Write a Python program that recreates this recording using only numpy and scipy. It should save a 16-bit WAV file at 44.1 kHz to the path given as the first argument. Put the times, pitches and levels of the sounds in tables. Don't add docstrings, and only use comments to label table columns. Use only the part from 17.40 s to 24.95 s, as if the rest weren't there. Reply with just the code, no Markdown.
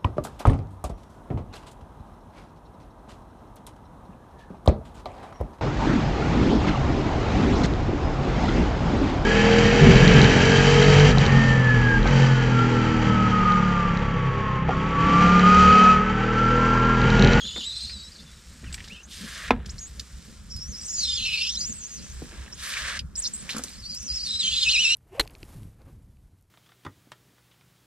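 import sys
import numpy as np
from scipy import signal
from scipy.fft import rfft, irfft, next_fast_len
from scipy.io import wavfile
from scipy.ndimage import uniform_filter1d, map_coordinates

SR = 44100
rng = np.random.default_rng(int(sys.argv[2]) if len(sys.argv) > 2 else 0)


def unload_wav(signal):
    wavfile.write(
        sys.argv[1],
        SR,
        np.round(np.clip(np.atleast_2d(signal).T, -1, 1) * 32767).astype(np.int16),
    )


N = 332955
TIME_S = np.arange(N) / SR

# freq_hz, correlation
STEREO_LIKENESS = [(60, 1), (200, 0.11), (500, 0.59), (1500, 0.82), (3000, 0.73), (7000, 0.59),
                   (12000, 0.074)]
# freq_hz, density_db_per_hz
RUMBLE_SPECTRUM = [(12, -32.5), (20, -16), (49, -4.5), (65, 4.5), (76, -6), (92, -9.5), (113, -10.5),
                   (214, -8.5), (282, -23), (365, -31.5), (450, -30), (580, -31), (990, -120)]
# freq_hz, density_db_per_hz
AIR_SPECTRUM = [(100, -5), (230, -5), (400, -10.5), (800, -17), (1400, -8), (3000, -40), (9000, -27.5),
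                (15000, -37)]
# peak_s, level_db, rise_s, fall_s
BUMPS = [(.45, -35.5, 0.039, 0.08), (1.28, -33, 0.111, 0.21), (2.14, -29.5, 0.13, 0.31),
         (2.35, -33, 0.064, 0.04), (2.59, -39.5, 0.11, 0.082), (3.15, -31, 0.023, 0.094),
         (3.3, -32.5, 0.083, 0.038), (3.75, -40, 0.48, 0.4), (4.72, -36, 0.084, 0.38),
         (5.0, -40, 0.0356, 0.13), (5.65, -35.5, 0.14, 0.06)]
RUMBLE_DB, RUMBLE_SWAY_DB, RUMBLE_SWAY_KNOTS_PER_S = -47.5, 4.5, 18

# freq_hz, density_db_per_hz
SPLASH_SPECTRUM = [(150, -43), (250, -10), (326, -0.5), (557, -7.5), (753, -8.5), (927, -8), (1490, -5.5),
                   (1620, 0), (2020, -7.5), (4000, -11), (5200, -64), (8800, -120)]
# freq_hz, density_db_per_hz
SPRAY_SPECTRUM = [(1060, -35), (1800, 0), (2750, -1.5), (2980, -1), (5650, 5), (6070, 2), (7470, 4.5),
                  (8630, 2), (9620, -6), (15500, -21.5)]
# start_s, end_s, level_db, build_up_s
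SPURTS = [(-.1, 1.72, -52, .05), (2.25, 3.05, -53, .03), (2.8, 5.22, -51.5, .6), (5.75, 6.5, -48, .03),
          (6.2, 7.8, -51, .8)]
# peak_s, level_db, rise_s, fall_s
GUSHES = [(.05, -58, 0.35, .5), (1.3, -52.5, 0.043, 0.437), (2.27, -52.5, 1, 0.326),
          (5.03, -48, 0.52, 0.29), (5.8, -54.5, 0.079, 0.087), (6.17, -43.5, 0.22, 0.16)]
SPURT_RELEASE_S, DRIBBLE_DB = .2, -66
# freq_hz, t60_s
TUB_DECAY = [(200, 0.32), (1000, 0.188), (3000, 0.055), (10000, 0.0656)]

# start_s, level_db over the first 20 ms
SLAM = [(2.1065, -14.5)]
# start_s, peak_db, lowpass_hz
KNOCKS = [(0.161, -26.5, 2410), (0.177, -34.5, 1000), (1.229, -37, 330), (4.82, -30.5, 336),
          (4.837, -40, 300), (4.926, -39.5, 970), (6.146, -34, 1800), (6.194, -32.5, 1600),
          (6.244, -36, 1500)]
# freq_hz, mean_level_db, t60_s
BODY_MODES = [(164.8, -16, 0.38), (216.5, 1.5, 0.25), (249, 3, 0.14), (344.5, 8, 0.051), (472, 9.5, 0.036),
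              (753, 2, 0.04), (1030, -2, 0.067), (1730, 1.5, 0.032), (2485, 13.5, 0.017),
              (3586, -2, 0.0323)]
# freq_hz, density_db_per_hz
RATTLE_SPECTRUM = [(60, -26), (130, -11), (220, 0.5), (480, -6.5), (1000, -10.5), (1500, -0.5),
                   (2600, -6.5), (3600, -10), (6000, -19.5), (12000, -29)]
OCTAVES_HZ = 125 * 2.0 ** np.arange(7)
# start_s, level_db, start_pitch_hz
GLUGS = [(6.147, -31.5, 239), (6.165, -25.5, 227), (6.179, -33, 227), (6.192, -31, 250), (6.215, -50, 280)]
# pitch_multiple, level_db, t60_s
HOSE_PARTIALS = [(1, 0, .07), (2.08, -8, .04), (5.1, -3.5, 0.028), (5.9, -2, 0.028)]

# freq_hz, density_db_per_hz
VALVE_SPECTRUM = [(120, -30.5), (200, -40), (244, -33), (607, -16.5), (858, -27), (1090, -10), (1480, -7.5),
                  (1650, -1), (2650, -11), (3960, -15), (8500, -20.5), (12900, -43), (15500, -51.5)]
# freq_hz, width_hz, level_db
THROAT_MODES = [(3620, 100, -20), (5100, 200, -12), (6130, 140, -12), (8400, 350, -19)]
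# start_s, end_s, attack_s
PUSH_TIMES = [(1.655, 2.115, .07), (5.1, 5.6, .14)]
# low_hiss_db, low_swell_per_push_db, high_hiss_db, fizz_db, fizz_fall_per_push_db
PUSH_HISS = [(-45, 17.5, -40.5, -46.5, 10), (-36.5, 6, -36.5, -42.5, 25.5)]
PUSH_RELEASE_S, HIGH_FALL_DB = 0.026, 2
LOW_FULL_SHARE, FIZZ_PEAK_SHARE = 0.4, 0.34
CHURN_DB, CHURN_KNOTS_PER_S = 1.7, 55

# freq_hz, width_hz, level_db
BARREL_MODES = [(2616, 94, 0), (2777, 28, -4), (2876, 44, -4.5), (3166, 24, 0), (3242, 11, 4),
                (3558, 24.5, -9), (3620, 30, 2), (3977, 170, -1.5), (4145, 88, -0.5), (4508, 28, -14),
                (4896, 49, 4), (5420, 133, -4.5), (6610, 25, 8), (7946, 54, -9)]
# freq_hz, density_db_per_hz
RUB_SPECTRUM = [(710, -32), (1200, -23), (2210, -9.5), (2540, -9.5), (2680, -6.5), (3320, -8.5),
                (4020, -15), (4430, -5), (5550, -8.5), (6240, -3), (8150, -3), (8790, -14.5), (12900, -55),
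                (15500, -61)]
RUB_GROWTH_DB_PER_DB, FIRM_DB = 0.21, -23.5
# start_s, peak_db, centre_hz, t60_s
TICKS = [(0.494, -32, 2310, 0.1), (.718, -39, 6950, 0.016), (1.238, -35, 1780, 0.13),
         (1.326, -27.5, 4300, 0.017), (1.342, -22.5, 4900, 0.021), (1.342, -26, 2620, 0.016),
         (1.341, -22, 7860, 0.017), (1.378, -32.5, 2230, 0.032), (1.394, -33.5, 2784, 0.029),
         (1.404, -25.5, 2650, 0.028), (1.44, -32.5, 3650, 0.12), (1.476, -32.5, 4400, 0.06),
         (2.258, -28.5, 4800, 0.029), (2.595, -19.5, 4970, 0.033), (3.162, -29, 8350, 0.018),
         (5.337, -18, 2940, 0.0153), (5.366, -18.5, 1800, 0.054), (5.592, -21.5, 3445, 0.035),
         (5.758, -34, 7900, 0.038), (6.091, -18.5, 2540, 0.046), (6.103, -21, 4056, 0.18),
         (6.164, -20.5, 8150, 0.031), (6.181, -22, 7600, 0.0245), (6.237, -17, 7150, 0.024),
         (6.282, -32.5, 4030, 0.016), (6.545, -24.5, 9100, 0.017), (6.625, -24, 7430, 0.032)]

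# middle_s, length_s, pitch_hz, level_db, glide_octaves, scoop_octaves
CHIRPS = [(0.724, 0.025, 4820, -45, 0.013, -0.17), (0.755, 0.042, 4550, -44, -0.09, .15),
          (0.799, 0.034, 3520, -47, -0.039, 0.26), (0.805, 0.062, 4344, -48, 0.0074, 0.087),
          (0.882, 0.044, 3470, -50, -0.033, 0.045), (0.927, 0.046, 3850, -54, 0.044, -.08),
          (.985, 0.0365, 3500, -54, 0.16, 0.37), (1.277, 0.039, 2740, -47, -0.23, -0.016),
          (1.339, 0.032, 8120, -27, -0.01, -0.089), (1.52, 0.046, 2760, -40.5, .22, -0.2),
          (1.56, .035, 3080, -45, -.06, -0.12), (1.583, 0.083, 2570, -46, 0.056, 0.22),
          (1.652, 0.044, 6604, -41.5, 0.43, 0.39), (2.303, 0.0226, 6170, -33.5, 0.48, 0.02),
          (2.391, 0.021, 5480, -33.5, 0.36, 0.19), (2.434, 0.099, 6550, -35, 0.074, 0.3),
          (3.113, 0.0332, 5524, -39.5, -0.033, 0.058), (3.864, .022, 2560, -29.5, 0, .08),
          (3.944, 0.018, 2594, -21.5, 0, .02), (4.017, 0.018, 2700, -24, .05, 0),
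          (4.158, 0.011, 5420, -30, 0, 0.0035), (4.216, 0.024, 4960, -24.5, 0, 0),
          (4.176, 0.011, 3980, -27.5, 0.011, 0), (4.37, 0.101, 7870, -36.5, -0.076, -0.21),
          (4.446, 0.077, 6220, -35, 0.079, 0.24), (4.505, 0.043, 4980, -52.5, 0, 0.15),
          (4.543, 0.1, 6270, -38.5, -0.11, -0.054), (4.59, 0.064, 4580, -46, -0.093, 0.38),
          (4.647, 0.056, 6060, -41.5, 0.12, 0.014), (4.71, 0.074, 6260, -46, 0.23, .2),
          (4.77, .05, 7650, -47, 0.058, .06), (5.139, 0.037, 5950, -38.5, 0.42, 0.32),
          (5.594, 0.01, 4920, -24.5, -0.14, 0.064), (5.759, 0.012, 5030, -28, 0.12, 0.4),
          (5.785, 0.046, 7300, -23.5, 0.1, 0.38), (5.859, 0.049, 4160, -27.5, 0.11, 0.74),
          (5.853, 0.07, 5060, -28.5, 0.082, 0.76), (5.951, 0.04, 7510, -27.5, 0.086, 0.19),
          (6.111, 0.014, 4050, -30, .05, 0.15), (6.003, 0.063, 7830, -36, 0.02, 0.24)]
# pitch_hz, roughness_0_to_1
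CHIRP_ROUGHNESS = [(2700, .5), (4000, .62), (5500, .76)]
CHIRP_EDGE_DB, CHIRP_OVERTONE_DB, CHIRP_STRANDS_DB = 5.5, -12, -5

# time_s, pitch_hz
PULL_PITCH = [
    [(0, 3450), (.033, 3278), (.06, 3506), (.1, 3497), (.135, 3458), (.175, 3663), (.205, 3380),
     (.235, 3411), (.27, 3940), (.305, 3856), (.34, 4037), (.42, 4073), (.51, 4290), (.565, 3850),
     (.67, 3840), (.695, 4170)],
    [(3.1, 5400), (3.13, 5594), (3.18, 4961), (3.2, 5350), (3.28, 5960), (3.31, 6580), (3.345, 5120),
     (3.39, 5900), (3.42, 5320), (3.465, 6236), (3.49, 5386), (3.53, 5704), (3.57, 5040), (3.62, 4420),
     (3.69, 3567), (3.77, 3524), (3.79, 3165), (3.84, 3127), (3.87, 2690), (3.915, 2485), (3.945, 2622),
     (3.985, 2470), (4.05, 2868), (4.09, 3200), (4.12, 4220), (4.16, 3434), (4.205, 4850), (4.245, 4910),
     (4.265, 6770), (4.3, 7230), (4.33, 6050)],
    [(6.25, 4947), (6.28, 4050), (6.33, 5110), (6.357, 4180), (6.395, 5330), (6.445, 4300), (6.505, 4910),
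     (6.54, 4606), (6.595, 6210), (6.63, 5640), (6.665, 6290), (6.69, 5001), (6.715, 4770), (6.76, 5360),
     (6.81, 4290), (6.835, 5014), (6.885, 4065), (6.94, 3824), (7.0, 4084), (7.035, 3186), (7.09, 3086),
     (7.15, 3530), (7.2, 3593), (7.23, 3870), (7.265, 2646), (7.283, 2525), (7.315, 3407), (7.345, 2798),
     (7.368, 2363), (7.41, 3015), (7.435, 2946), (7.463, 2600), (7.55, 2936)],
]
# time_s, level_db
PULL_EFFORT = [
    [(0.0, -35.5), (0.032, -29), (0.045, -31.5), (0.232, -32), (0.268, -28), (0.3, -32), (.346, -31.5),
     (0.428, -30.5), (.56, -40), (0.736, -47.5), (1.05, -59.5)],
    [(3.1, -43), (3.11, -37.5), (3.225, -35), (3.266, -39.5), (3.376, -34.5), (3.4, -37.5), (3.53, -34.5),
     (3.61, -26), (3.84, -28.5), (3.875, -24.5), (3.9, -28), (3.94, -26), (4.11, -31), (4.135, -41),
     (4.175, -38), (4.198, -35), (4.208, -32), (4.25, -28.5), (4.33, -33)],
    [(6.25, -53), (6.42, -45.5), (6.465, -33.5), (6.488, -44), (6.498, -30), (6.59, -34), (6.676, -34),
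     (6.69, -30.5), (6.78, -29), (6.8, -34), (6.876, -27.5), (6.886, -30.5), (6.96, -27), (6.976, -35),
     (7.006, -23.5), (7.2, -23), (7.276, -20), (7.43, -19.5), (7.46, -17), (7.55, -21)],
]
# time_s, roughness_0_to_1
PULL_ROUGHNESS = [
    [(0, .9), (.03, .45), (.05, .82), (.23, .9), (.27, .45), (.31, .8), (.5, .8), (.58, .3), (.69, .35)],
    [(3.1, .45), (3.3, .6), (3.45, .9), (3.62, .75), (3.76, .6), (3.81, 1), (3.92, .95), (3.945, .7),
     (3.98, 1), (4.16, 1), (4.21, .5), (4.33, .6)],
    [(6.25, .7), (6.5, .6), (6.62, .85), (6.72, .62), (6.95, .68), (7.05, .45), (7.12, .95), (7.24, 1),
     (7.278, .25), (7.305, .65), (7.338, .85), (7.355, .3), (7.385, .3), (7.42, .75), (7.46, .22),
     (7.5, .3), (7.55, .55)],
]
# tone_db, overtone_db, strands_db, rub_db
GRIP = [(0, -1.5, -8, -2.5), (0, -4, -6.5, -7), (0, -8.5, -8.5, -5.5)]
# time_s, pitch_hz, level_db
LIP = [
    [(.3, 4500, -49), (.44, 4610, -46), (.5, 4527, -39), (.535, 5344, -35.5), (.56, 4747, -45),
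     (.63, 4500, -40), (.65, 5263, -41.5), (.69, 5435, -47)],
    [(3.41, 7600, -41), (3.46, 8200, -35), (3.485, 6610, -26), (3.53, 7084, -29.5), (3.6, 6312, -27),
     (3.64, 5398, -29), (3.68, 5316, -26.5), (3.72, 4800, -27.5), (3.755, 5300, -28), (3.78, 4140, -32),
     (3.85, 4250, -31), (3.9, 4037, -36.5), (4.0, 4550, -28.5), (4.04, 5297, -28), (4.06, 4928, -31),
     (4.095, 5447, -28.5), (4.13, 6141, -33.5), (4.148, 5560, -32), (4.158, 5406, -27.5), (4.18, 6446, -32),
     (4.21, 6780, -29), (4.25, 5778, -34)],
    [(6.45, 5380, -46), (6.67, 7140, -52.5), (6.71, 6290, -50), (6.78, 6100, -44), (6.81, 5100, -34),
     (6.85, 5740, -40), (6.9, 5017, -32.5), (7.01, 5195, -31), (7.05, 3975, -30.5), (7.23, 4194, -39),
     (7.28, 3700, -27), (7.315, 4390, -22.5), (7.36, 3750, -27), (7.41, 4155, -28.5), (7.47, 3915, -28.5),
     (7.55, 4153, -23.5)],
]
LIP_ROUGHNESS, LIP_OVERTONE_DB, LIP_STRANDS_DB = .72, -24, -6
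# offset_hz, level_db
STRANDS = [(-650, -8), (-320, -2), (380, -2), (900, -7), (1500, -12), (2450, -13)]
DIP_DB_PER_OCT = 1
JUDDER_OCT, JUDDER_KNOTS_PER_S = .026, 100
CATCH_DB, CATCH_KNOTS_PER_S = 2.2, 75
HALF_HELD_ROUGHNESS, HOLD_SLOPE, LOOSE_DB = .85, 3.6, -7
BREAK_UP_SHARE = .5
LOCK_SHARE, LOCK_REACH_HZ = .5, 260

WIDEN_START_S, WIDEN_S = 1.02, 3.17
TOP_HZ = 15250


def amp(db):
    return 10 ** (np.asarray(db) / 20)


def unit(x):
    return x / np.sqrt(np.mean(x ** 2) + 1e-20)


def along(points, hz):
    freq_hz, value = np.transpose(points)
    return np.interp(np.log(hz + 1), np.log(freq_hz + 1), value)


def curves(rows):
    s, *cols = np.transpose(rows)
    return [np.interp(TIME_S, s, c) for c in cols]


def sampled(rows):
    s, *cols = np.transpose(rows)
    t = np.arange(max(s[0], 0), s[-1], 1 / SR)
    return [t] + [np.interp(t, s, c) for c in cols]


def stroke(start_s, end_s, attack_s, release_s):
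    return np.clip(np.minimum((TIME_S - start_s) / attack_s, (end_s - TIME_S) / release_s), 0, 1)


def swells(rows):
    return sum(amp(db - 20 * np.maximum((s - TIME_S) / rise_s, (TIME_S - s) / fall_s))
               for s, db, rise_s, fall_s in rows)


def wobble(knots_per_s, size=N):
    knots = rng.standard_normal(int(size * knots_per_s / SR) + 4)
    return map_coordinates(knots, [np.arange(size) * knots_per_s / SR])


def filtered(x, response):
    n = x.shape[-1]
    m = next_fast_len(n + 8192)
    return irfft(rfft(x, m) * response(np.fft.rfftfreq(m, 1 / SR)), m)[..., :n]


def resonance(f, hz, width_hz):
    return 1j * f * width_hz / (hz * hz - f * f + 1j * f * width_hz)


def rush(response, grain_db=0):
    pair = rng.standard_normal((2, N)) * amp(grain_db * wobble(700))

    def mid_side(f):
        turn = np.arccos(np.clip(along(STEREO_LIKENESS, f), -1, 1)) / 2
        return response(f) * np.array([np.cos(turn), np.sin(turn)])

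    mid, side = filtered(pair, mid_side)
    return unit(np.array([mid + side, mid - side]))


def add(track, s, sound):
    part = track[max(round(s * SR), 0):][:len(sound)]
    part += sound[:len(part)]


def rumble(steady_db=-55, air_db=-60):
    deep = rush(lambda f: amp(along(RUMBLE_SPECTRUM, f)) / (1 + (f / 170) ** 4))
    deep = deep / np.sqrt(np.abs(uniform_filter1d(deep[0] ** 2, size=5000)) + 0.41)
    upper = rush(lambda f: amp(along(RUMBLE_SPECTRUM, f)) / (1 + (140 / (f + 1)) ** 4))
    upper = upper * amp(5.7 * wobble(19))
    sway = amp(RUMBLE_DB + RUMBLE_SWAY_DB * wobble(RUMBLE_SWAY_KNOTS_PER_S))
    level = np.hypot(sway, swells(BUMPS))
    air = rush(lambda f: amp(along(AIR_SPECTRUM, f)))
    return level * deep + amp(steady_db) * upper + amp(air_db) * air


def tub(x, apart=0.14):
    hz, _, z = signal.stft(rng.standard_normal((2, SR // 4)), SR, nperseg=256)
    t = np.arange(z.shape[-1]) * 128 / SR
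    decay = amp(-60 * t / along(TUB_DECAY, hz)[:, None])
    mid, side = signal.istft(z * decay, SR, nperseg=256)[1]
    tail = np.array([mid + apart * side, mid - apart * side])
    x = np.atleast_2d(x).mean(axis=0)
    delayed = np.pad(x, (60, 0))[None]
    return signal.fftconvolve(delayed, tail / np.linalg.norm(tail[0]), axes=1)[:, :N]


def stream(splash_db=-12, drops_db=-61, sway_db=0.5):
    flow = sum(amp(db) * stroke(start_s, end_s, rise_s, SPURT_RELEASE_S)
               for start_s, end_s, db, rise_s in SPURTS)
    flow = flow * amp(sway_db * wobble(6.1)) + amp(DRIBBLE_DB)
    patter = rush(lambda f: amp(along(SPLASH_SPECTRUM, f)), grain_db=4)
    body = np.hypot(amp(splash_db) * flow, swells(GUSHES)) * patter
    jet = flow * rush(lambda f: amp(along(SPRAY_SPECTRUM, f)), grain_db=1.5)
    falls = rng.random(N) < 30 / SR
    drops = falls * amp(1.9 * np.clip(rng.standard_normal(N), -2, 2)) * flow
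    drops = unit(tub(filtered(drops, lambda f: resonance(f, 9300, 6330) ** 3)))
    return body + jet + amp(drops_db) * drops


def blow(push_db, ring_db, rattle_t60_s):
    t = np.arange(SR // 2) / SR
    push = np.sin(2 * np.pi * 930 * t) * (t / .0009) * np.exp(1 - t / .0009)
    ring = sum(amp(db + rng.normal(0, 1) - 60 * t / t60_s)
               * np.sin(2 * np.pi * hz * t + rng.uniform(0, 2 * np.pi)) for hz, db, t60_s in BODY_MODES)
    noise = rng.standard_normal(len(t))
    bands = np.array([filtered(noise, lambda f: amp(along(RATTLE_SPECTRUM, f)) * resonance(f, hz, hz))
                      for hz in OCTAVES_HZ])
    band_t60_s = rattle_t60_s * np.sqrt(1000 / OCTAVES_HZ[:, None])
    rattle = np.sum(bands * amp(-60 * t / band_t60_s), axis=0) / bands.sum(axis=0).std()
    hit = amp(push_db) * push + (amp(ring_db) * ring + rattle) * (1 - np.exp(-t / 0.000086))
    return hit / hit[:SR // 50].std()


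def knocks():
    out = np.zeros(N)
    for s, db in SLAM:
        add(out, s, amp(db) * blow(push_db=10, ring_db=-7.5, rattle_t60_s=.058))
    for s, db, lowpass_hz in KNOCKS:
        lowpass = signal.butter(2, lowpass_hz, fs=SR, output="sos")
        hit = signal.sosfilt(lowpass, blow(push_db=-60.0, ring_db=-13.5, rattle_t60_s=0.061))
        add(out, s, amp(db) * hit / np.abs(hit).max())
    return out


def glugs(rise_per_s=.6):
    out, t = np.zeros(N), np.arange(SR // 6) / SR
    for s, db, hz in GLUGS:
        phase = 2 * np.pi * hz * t * (1 + rise_per_s * t)
        ring = sum(amp(db + level_db - 60 * t / t60_s) * np.sin(multiple * phase)
                   for multiple, level_db, t60_s in HOSE_PARTIALS)
        add(out, s, ring * (1 - np.exp(-t / 0.00075)))
    return out


def hiss(low_hz, high_hz):
    def response(f):
        modes = 1 + sum(amp(db) * resonance(f, hz, width_hz) for hz, width_hz, db in THROAT_MODES)
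        limits = np.sqrt((1 + (f / high_hz) ** 10) * (1 + (low_hz / (f + 1)) ** 10))
        return amp(along(VALVE_SPECTRUM, f)) * modes / limits

    return unit(amp(CHURN_DB * wobble(CHURN_KNOTS_PER_S))) * rush(response, grain_db=-1.5)


def valve():
    low, high, fizz = hiss(150, 3900), hiss(3170, 11000), hiss(11600, 16600)
    out = np.zeros((2, N))
    for (start_s, end_s, attack_s), strength in zip(PUSH_TIMES, PUSH_HISS):
        low_db, swell_db, high_db, fizz_db, fizz_fall_db = strength
        travel = np.clip((TIME_S - start_s) / (end_s - start_s), 0, 1)
        build_up = np.minimum(travel / LOW_FULL_SHARE, 1)
        bands = amp(low_db + swell_db * (travel - .5)) * build_up * low
        bands += amp(high_db - HIGH_FALL_DB * (travel - .5)) * high
        bands += amp(fizz_db - fizz_fall_db * np.abs(travel - FIZZ_PEAK_SHARE)) * fizz
        out += stroke(start_s, end_s, attack_s, PUSH_RELEASE_S) ** 2 * bands
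    return out


def barrel(f, floor=0.76):
    return floor + sum(amp(db) * resonance(f, hz, width_hz) for hz, width_hz, db in BARREL_MODES)


def rubbing():
    level = np.zeros(N)
    for effort, (*_, rub_db) in zip(PULL_EFFORT, GRIP):
        force_db, = curves(effort)
        rub_level = amp(force_db + rub_db + RUB_GROWTH_DB_PER_DB * np.minimum(force_db - FIRM_DB, 0))
        level += stroke(effort[0][0] - .1, effort[-1][0] + 0.36, 0.61, 0.029) * rub_level
    friction = rush(lambda f: amp(along(RUB_SPECTRUM, f)) * barrel(f, 1.0), grain_db=2)
    return amp(-8.5) * level * friction


def ticks(relative_width=0.47, grit_db=4):
    out, t = np.zeros(N), np.arange(SR // 8) / SR
    for s, db, hz, t60_s in TICKS:
        def response(f):
            limits = (1 + (f / 12500) ** 8) * (1 + (1100 / (f + 1)) ** 4)
            return resonance(f, hz, relative_width * hz) / limits

        slips = rng.standard_normal(len(t)) * amp(grit_db * wobble(910.0, len(t)))
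        burst = filtered(slips, response) * amp(-60 * t / t60_s) * (1 - np.exp(-t / 0.0014))
        add(out, s, amp(db) * burst / np.abs(burst).max())
    return out


def judder(t, hz, db, rough):
    hops = np.tanh(2 * wobble(JUDDER_KNOTS_PER_S, len(t)))
    catches = np.minimum(wobble(CATCH_KNOTS_PER_S, len(t)), 1)
    return t, hz * 2 ** (JUDDER_OCT * rough * hops), db + CATCH_DB * rough * catches


def locked(hz, share):
    modes_hz = np.sort(np.array(BARREL_MODES)[:, 0])
    nearest = np.searchsorted((modes_hz[1:] + modes_hz[:-1]) / 2, hz)
    offset_hz = modes_hz[nearest] - hz
    capture = share * LOCK_SHARE * np.exp(-(offset_hz / LOCK_REACH_HZ) ** 2)
    return uniform_filter1d(hz + capture * offset_hz, size=80)


def chirps():
    paths = []
    for s, length_s, hz, db, glide_oct, scoop_oct in CHIRPS:
        u = np.linspace(-1, 1, int(length_s * SR))
        rough = along(CHIRP_ROUGHNESS, hz)
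        pitch_hz = hz * 2 ** (glide_oct * u + scoop_oct * u ** 2)
        path = judder(s + u * length_s / 2, pitch_hz, db - CHIRP_EDGE_DB * u ** 2, rough)
        paths.append((*path, rough, CHIRP_OVERTONE_DB, CHIRP_STRANDS_DB))
    return paths


def pulls(lip_unrest=1.25):
    # times_s, pitch_hz, level_db, roughness, overtone_db, strands_db
    main, second = [], []
    for pitch, effort, roughness, lip, grip in zip(PULL_PITCH, PULL_EFFORT, PULL_ROUGHNESS, LIP, GRIP):
        tone_db, overtone_db, strands_db, _ = grip
        t, hz = sampled(pitch)
        force_db = np.interp(t, *np.transpose(effort))
        rough = np.interp(t, *np.transpose(roughness))
        dip_db = DIP_DB_PER_OCT * np.log2(uniform_filter1d(hz, size=8000) / hz)
        path = judder(t, hz, force_db + tone_db + dip_db, rough)
        main.append((*path, rough, overtone_db, strands_db))
        lip_path = judder(*sampled(lip), lip_unrest)
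        second.append((*lip_path, LIP_ROUGHNESS, LIP_OVERTONE_DB, LIP_STRANDS_DB))
    return main, second


def cycles(hz):
    return 2 * np.pi * np.cumsum(hz) / SR


def stray_strands(hz):
    n, total = len(hz), 0
    for offset_hz, db in STRANDS:
        flicker = unit(amp(7.5 * np.minimum(wobble(130, n), 1.2)))
        pitch_hz = locked(hz + offset_hz * (1 + .22 * wobble(45, n)), 1) + 50 * wobble(400, n)
        total = total + flicker * np.sin(cycles(pitch_hz)) * amp(db)
    return total


def squeal(paths, jitter, third_db, skirt_db, rasp_db, flutter_db):
    tone, rasp = np.zeros(N), np.zeros(N)
    for t, hz, db, rough, overtone_db, strands_db in paths:
        def wander(knots_per_s):
            return wobble(knots_per_s, len(t))

        hold = wander(CATCH_KNOTS_PER_S) + HOLD_SLOPE * (HALF_HELD_ROUGHNESS - rough)
        held = np.clip(.5 + 2 * hold, 0, 1)
        pitch_hz = locked(hz, rough)
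        scatter = rough * (1.5 - held) * (.015 * wander(300) + jitter * wander(1100))
        phase = cycles(pitch_hz * (1 + scatter))
        edges = np.clip(np.minimum(t - t[0], t[-1] - t) / 0.0024, 0, 1)
        level = edges * amp(db)

        second = amp(overtone_db + 3 * np.minimum(wander(60), 1)) * np.sin(2 * phase)
        second = second * (1 - rough ** 2 / 2) * np.interp(pitch_hz, [4100, 4700, 7500], [1, .15, 0])
        third = amp(third_db) * np.sin(3 * phase) * (pitch_hz < 2850)
        slips = np.sin(phase) + second + third
        flutter = unit(amp(flutter_db * rough * np.minimum(wander(320), 1.5)))
        firmness = amp(LOOSE_DB * (1 - held)) * np.sqrt(1 - BREAK_UP_SHARE * rough ** 2)
        add(tone, t[0], level * firmness * flutter * slips)

        def band(multiple, knots_per_s):
            return (wander(knots_per_s) * np.sin(multiple * phase)
                    + wander(knots_per_s) * np.cos(multiple * phase))

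        skirt = band(0.96, 900) + amp(overtone_db) * band(2, 1100)
        scrape = amp(strands_db) * stray_strands(hz) + amp(skirt_db) * skirt
        scrape = scrape + amp(rasp_db) * band(1.22, 2200)
        add(rasp, t[0], level * rough * (1 - .5 * (held - .5)) * scrape)

    def limits(f):
        return 1 / np.sqrt((1 + (2400 / (f + 1)) ** 30) * (1 + (f / 8300) ** 18))

    grit = np.abs(rasp) * rush(lambda f: resonance(f, 8860, 4960) ** 2 / (1 + (f / 12500) ** 8))
    tone = filtered(tone, lambda f: barrel(f, 2.01) / 2)
    rasp = filtered(rasp, lambda f: barrel(f) * limits(f))
    return tone + rasp + amp(-20.5) * grit


def scene():
    main, second = pulls()
    seal = squeal(main + chirps(), jitter=.018, third_db=-21, skirt_db=-10.5, rasp_db=-11, flutter_db=3.5)
    lip = squeal(second, jitter=.018, third_db=-35, skirt_db=-8, rasp_db=-15, flutter_db=4)
    squeaks, hits = seal + lip + ticks(), knocks() + glugs()
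    echoes = amp(-8) * tub(squeaks, apart=.9) + amp(-19) * tub(hits)
    return squeaks + hits + echoes + rubbing() + valve() + stream() + rumble()


def record(dry, lag_s=.000048):
    def ears(f):
        return amp([[-.3], [.3]]) * np.exp(1j * np.pi * f * lag_s * np.array([[-1], [1]]))

    left, right = filtered(dry, ears)
    width = np.clip((TIME_S - WIDEN_START_S) / WIDEN_S, .01, 1)
    mid, side = (left + right) / 2, width * (left - right) / 2
    return filtered(np.array([mid + side, mid - side]), lambda f: f < TOP_HZ)


dry = scene()
out = record(dry)
unload_wav(out)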